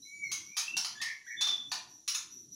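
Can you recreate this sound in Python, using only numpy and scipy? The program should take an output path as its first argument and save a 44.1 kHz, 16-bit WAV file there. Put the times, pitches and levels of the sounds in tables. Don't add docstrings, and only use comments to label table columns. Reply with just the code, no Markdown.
import sys
import numpy as np
from scipy import signal
from scipy.fft import rfft, irfft
from scipy.io import wavfile

SR = 44100
rng = np.random.default_rng(int(sys.argv[2]) if len(sys.argv) > 2 else 0)


def store_wav(level_fs):
    pcm = np.round(np.clip(np.atleast_2d(level_fs), -1, 1) * 32767)
    wavfile.write(sys.argv[1], SR, pcm.T.astype(np.int16))


N = 112454
TIME = np.arange(N) / SR
FREQS = np.maximum(np.fft.rfftfreq(N, 1 / SR), 1)
CUTOFF_HZ = 15750


def from_db(db):
    return 10 ** (np.asarray(db) / 20)


def rms_one(x):
    return x / np.sqrt(np.mean(x ** 2) + 1e-20)


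def at_hz(points, hz):
    f, value = np.transpose(points)
    return np.interp(np.log(hz), np.log(f), value)


def noise(gains):
    return rms_one(irfft(rfft(rng.standard_normal(N)) * gains, N))


def noise_band(centre_hz, width_hz):
    return noise(np.exp(-2 * ((FREQS - centre_hz) / width_hz) ** 2))


def below(hz):
    return 1 / (1 + (FREQS / hz) ** 6)


def hiss():
    # pitch_hz [Hz], relative level_db [dB per Hz]
    hiss_colour = [(400, -11.5), (900, -25), (2000, -26), (2800, -24.5), (4000, -10.5), (5000, -16.5),
                   (5900, -4), (7300, -9), (8400, -29), (9600, -16), (13000, -27.5), (16000, -36.5)]
    return from_db(-68.5) * noise(from_db(at_hz(hiss_colour, FREQS)))


def rumble():
    # pitch_hz [Hz], relative level_db [dB per Hz]
    rumble_colour = [(25, -46), (50, -20.5), (110, 1), (160, 1.5), (220, 1), (350, 1.5), (500, -24.5),
                     (800, -54), (2000, -51)]
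    # time_s [s], level_db [dB]
    rumble_level = [(0.0, -63.5), (0.11, -78.5), (0.26, -61.5), (0.51, -67), (0.55, -85.5), (0.75, -63),
                    (0.82, -76), (0.93, -65.5), (1.33, -84.5), (1.38, -67), (1.9, -66), (2.11, -78),
                    (2.43, -64), (2.55, -65.5)]
    swing_db, swings_up_to_hz = 4, 6
    coloured = rfft(rng.standard_normal(N)) * from_db(at_hz(rumble_colour, FREQS))
    centres = np.linspace(40, 600, 13)
    bands = 0
    for pick in np.eye(len(centres)):
        band = irfft(coloured * np.interp(FREQS, centres, pick), N)
        bands = bands + band * from_db(swing_db * noise(below(swings_up_to_hz)))
    level_db = np.interp(TIME, *np.transpose(rumble_level))
    return from_db(level_db) * rms_one(bands)


def sizzle():
    # time_s [s], level_db [dB]
    sizzle_level = [(0, -73), (.2, -72), (.32, -83), (2.55, -78)]
    level_db = np.interp(TIME, *np.transpose(sizzle_level))
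    return from_db(level_db) * noise_band(9530, 540)


def insect():
    # start_s [s], level_db [dB]
    insect_pulses = [(-.17, -53), (0.0, -52.5), (0.222, -50.5), (0.428, -51), (.64, -54.5), (.845, -53.5),
                     (1.05, -56.5), (1.247, -52), (1.46, -50.5), (1.671, -54.5), (1.877, -54.5),
                     (2.09, -57), (2.298, -49), (2.51, -45)]
    # pitch_hz [Hz], relative level_db [dB per Hz]
    insect_colour = [(2500, -43), (4000, -8), (5200, -28), (5600, 12.5), (5880, 22), (6120, 8.5),
                     (6450, -64), (7400, -3.5), (8400, -52.5), (9600, -19), (10900, -17), (11800, -2),
                     (12800, -33), (16000, -50)]
    attack_s, hold_s, release_s = 0.029, 0.044, 0.09
    power = 0
    for start_s, level_db in insect_pulses:
        age = np.maximum(TIME - start_s, 0)
        rise = np.minimum(age / attack_s, 1)
        fall = np.exp(-np.maximum(age - attack_s - hold_s, 0) / release_s)
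        power = power + (from_db(level_db) * rise * fall) ** 2
    return np.sqrt(power) * noise(from_db(at_hz(insect_colour, FREQS)))


def room(x, direct_db):
    # pitch_hz [Hz], t60_s [s]
    room_t60 = [(300, 1), (750, 0.37), (1500, 0.48), (2800, 0.35), (5500, 0.36), (10000, 0.31),
                (16000, 0.25)]
    build_s = 0.001
    t = TIME[:SR]
    white = rfft(rng.standard_normal(SR))
    centres = np.geomspace(250, 16000, 7)
    tail = 0
    for hz, pick in zip(centres, np.eye(len(centres))):
        share = np.interp(np.log(np.arange(len(white)) + 1), np.log(centres), pick)
        tail = tail + irfft(white * share, SR) * from_db(-60 * t / at_hz(room_t60, hz))
    tail = tail * (1 - np.exp(-t / build_s))
    wet = signal.fftconvolve(x, tail)[:N]
    mix = from_db(direct_db) * rms_one(x) + rms_one(wet)
    return rms_one(mix) * np.sqrt(np.mean(x ** 2))


def whistle(overtone_db, curve):
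    # pitch_hz [Hz], gain_db [dB]
    throat = [(3300, 6), (3550, 22), (3900, -16), (4200, 20.5), (4450, -13), (4700, -2), (6200, -15),
              (7000, 10), (8200, -23), (9300, -2), (11000, -14), (14000, -41)]
    fade_s, warble_up_to_hz = 0.0063, 129.7
    soft_note_db = -60.5
    overtone_follows = 0.26
    times, *columns = np.transpose(curve)
    pitch_hz, level_db, warble_hz = [np.interp(TIME, times, column) for column in columns]
    inside_s = np.minimum(TIME - times[0], times[-1] - TIME)
    gate = np.clip(inside_s / fade_s + .5, 0, 1)

    warble = rms_one(np.tanh(noise(below(warble_up_to_hz))))
    phase = 2 * np.pi * np.cumsum(pitch_hz + warble_hz * warble) / SR
    overtones = 0
    for k in range(2, 6):
        overtone_hz = k * pitch_hz
        partial = from_db(at_hz(throat, overtone_hz)) * np.sin(k * phase)
        overtones = overtones + partial * (overtone_hz < CUTOFF_HZ)

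    overtone_level_db = soft_note_db + overtone_db + overtone_follows * (level_db - soft_note_db)
    tone = from_db(level_db) * np.sin(phase) + from_db(overtone_level_db) * overtones
    return room(np.sqrt(2) * gate * tone, direct_db=-2)


def whistles():
    # (time_s [s], pitch_hz [Hz], level_db [dB], warble_hz [Hz rms])
    notes = [ (-49, [(.025, 3900, -53, 24.6), (.043, 4103, -48, 25), (.058, 3960, -62, 24.9)]),
             (-10, [(.052, 2223, -59, 20), (.12, 2235, -49, 20), (.15, 2300, -47.5, 15),
             (.215, 2277, -47.5, 20), (.243, 2217, -30.5, 20), (.275, 2123, -52.5, 12),
             (.31, 2107, -48, 9.4)]), (-28, [(.33, 2200, -60, 25), (.38, 2104, -55, 25),
             (.44, 2160, -73, 25), (.5, 2266, -53, 25)]), (-26, [(.515, 2331, -54, 40),
             (.62, 2470, -50, 40), (.676, 2677, -52.5, 30), (.682, 2657, -30, 8.6), (.7, 2682, -40, 4.3),
             (.745, 2743, -42.5, 6.9), (.79, 2768, -42, 11)]), (-13, [(.953, 1734, -48.5, 10),
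             (.997, 1720, -52, 15), (1.008, 1820, -36.5, 29)]), (-32, [(1.008, 1818, -35.5, 35.6),
             (1.045, 1818, -40, 45), (1.11, 1830, -43, 55)]), (-24, [(1.02, 2044, -41, 111.2),
             (1.05, 2092, -47.5, 117), (1.12, 2110, -40, 122)]), (-25, [(1.265, 1684, -48.5, 100.8),
             (1.28, 1828, -45, 81), (1.335, 1884, -41.5, 80), (1.39, 1928, -65, 79)]),
             (-28, [(1.295, 2165, -59, 70), (1.32, 2213, -41.5, 50), (1.35, 2186, -55, 60)]),
             (-22, [(1.365, 3414, -54, 45), (1.378, 3560, -42, 85), (1.398, 3480, -39.5, 20),
             (1.418, 3470, -30.5, 15), (1.442, 3602, -30, 15), (1.485, 3520, -32.5, 15),
             (1.53, 3527, -30, 30), (1.562, 3448, -37, 15)]), (-46, [(2.147, 7330, -55, 150),
             (2.152, 6730, -36.5, 150), (2.16, 6240, -38, 150)])]
    return sum(whistle(*note) for note in notes)


def chirps():
    # start_s [s], level_db [dB], decay_s [s], bass_db [dB], treble_db [dB],
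    # ring_hz [Hz], ring_db [dB relative to the crack]
    chirp_list = [(0.3152, -35, 0.0097, -6, 6, 6200, -1), (0.567, -31.5, 0.021, 3.5, 4, 6250, -7.5),
                  (0.767, -30.5, 0.0051, 8, 5.5, 5600, 1), (0.8465, -36.5, 0.002, 8.5, -2.5, 5000, -7),
                  (1.014, -36.5, 0.01, 8.5, 0, 5000, -2), (1.409, -32.5, 0.01, 5, -2, 5700, -6.5),
                  (1.469, -37, 0.0089, 12.5, -6, 5300, -6), (1.716, -34, 0.0065, 14, -4, 4700, -5.5),
                  (2.077, -31.5, .008, -31, 5, 5600, -0.5), (2.147, -35, 0.0034, -13, 4.5, 6600, -6.5)]
    # pitch_hz [Hz], relative level_db [dB per Hz]
    chirp_colour = [(150, -65), (400, -31), (530, -41), (700, -19.5), (1000, -5.5), (1500, -8),
                    (2100, -6.5), (2900, -1.5), (4000, 2), (5500, 1.5), (6500, 0.5), (7400, -10),
                    (8500, -14), (10200, -7.5), (12000, -22), (15500, -19.5)]
    attack_s, grain_db, grains_up_to_hz = 0.00096, 1.5, 1800
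    ring_delay_s, ring_length_s, ring_width_hz = 0.011, .002, 700
    span_s = 0.049
    out = 0
    for start_s, level_db, decay_s, bass_db, treble_db, ring_hz, ring_db in chirp_list:
        age = np.maximum(TIME - start_s, 0)
        grain = from_db(grain_db * noise(below(grains_up_to_hz)))
        envelope = (1 - np.exp(-age / attack_s)) * np.exp(-age / decay_s)
        burst = noise(1) * grain * envelope

        tilt_db = bass_db * below(837) + treble_db * (1 - below(6740))
        crack = irfft(rfft(burst) * from_db(at_hz(chirp_colour, FREQS) + tilt_db), N)

        ring_swell = np.exp(-((age - ring_delay_s) / ring_length_s) ** 2) * (age > 0)
        ring = noise_band(ring_hz, ring_width_hz) * ring_swell
        call = rms_one(rms_one(crack) + from_db(ring_db) * rms_one(ring))
        out = out + from_db(level_db) * call * np.sqrt(span_s * SR / N)
    return room(out, direct_db=-6)


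def scene():
    background = hiss() + rumble() + sizzle()
    bird = whistles() + chirps()
    return (background + insect() + bird)[None]


def record(dry):
    steep_lowpass = signal.ellip(12, .1, 80, CUTOFF_HZ, fs=SR, output="sos")
    return signal.sosfilt(steep_lowpass, dry)


dry = scene()
out = record(dry)
store_wav(out)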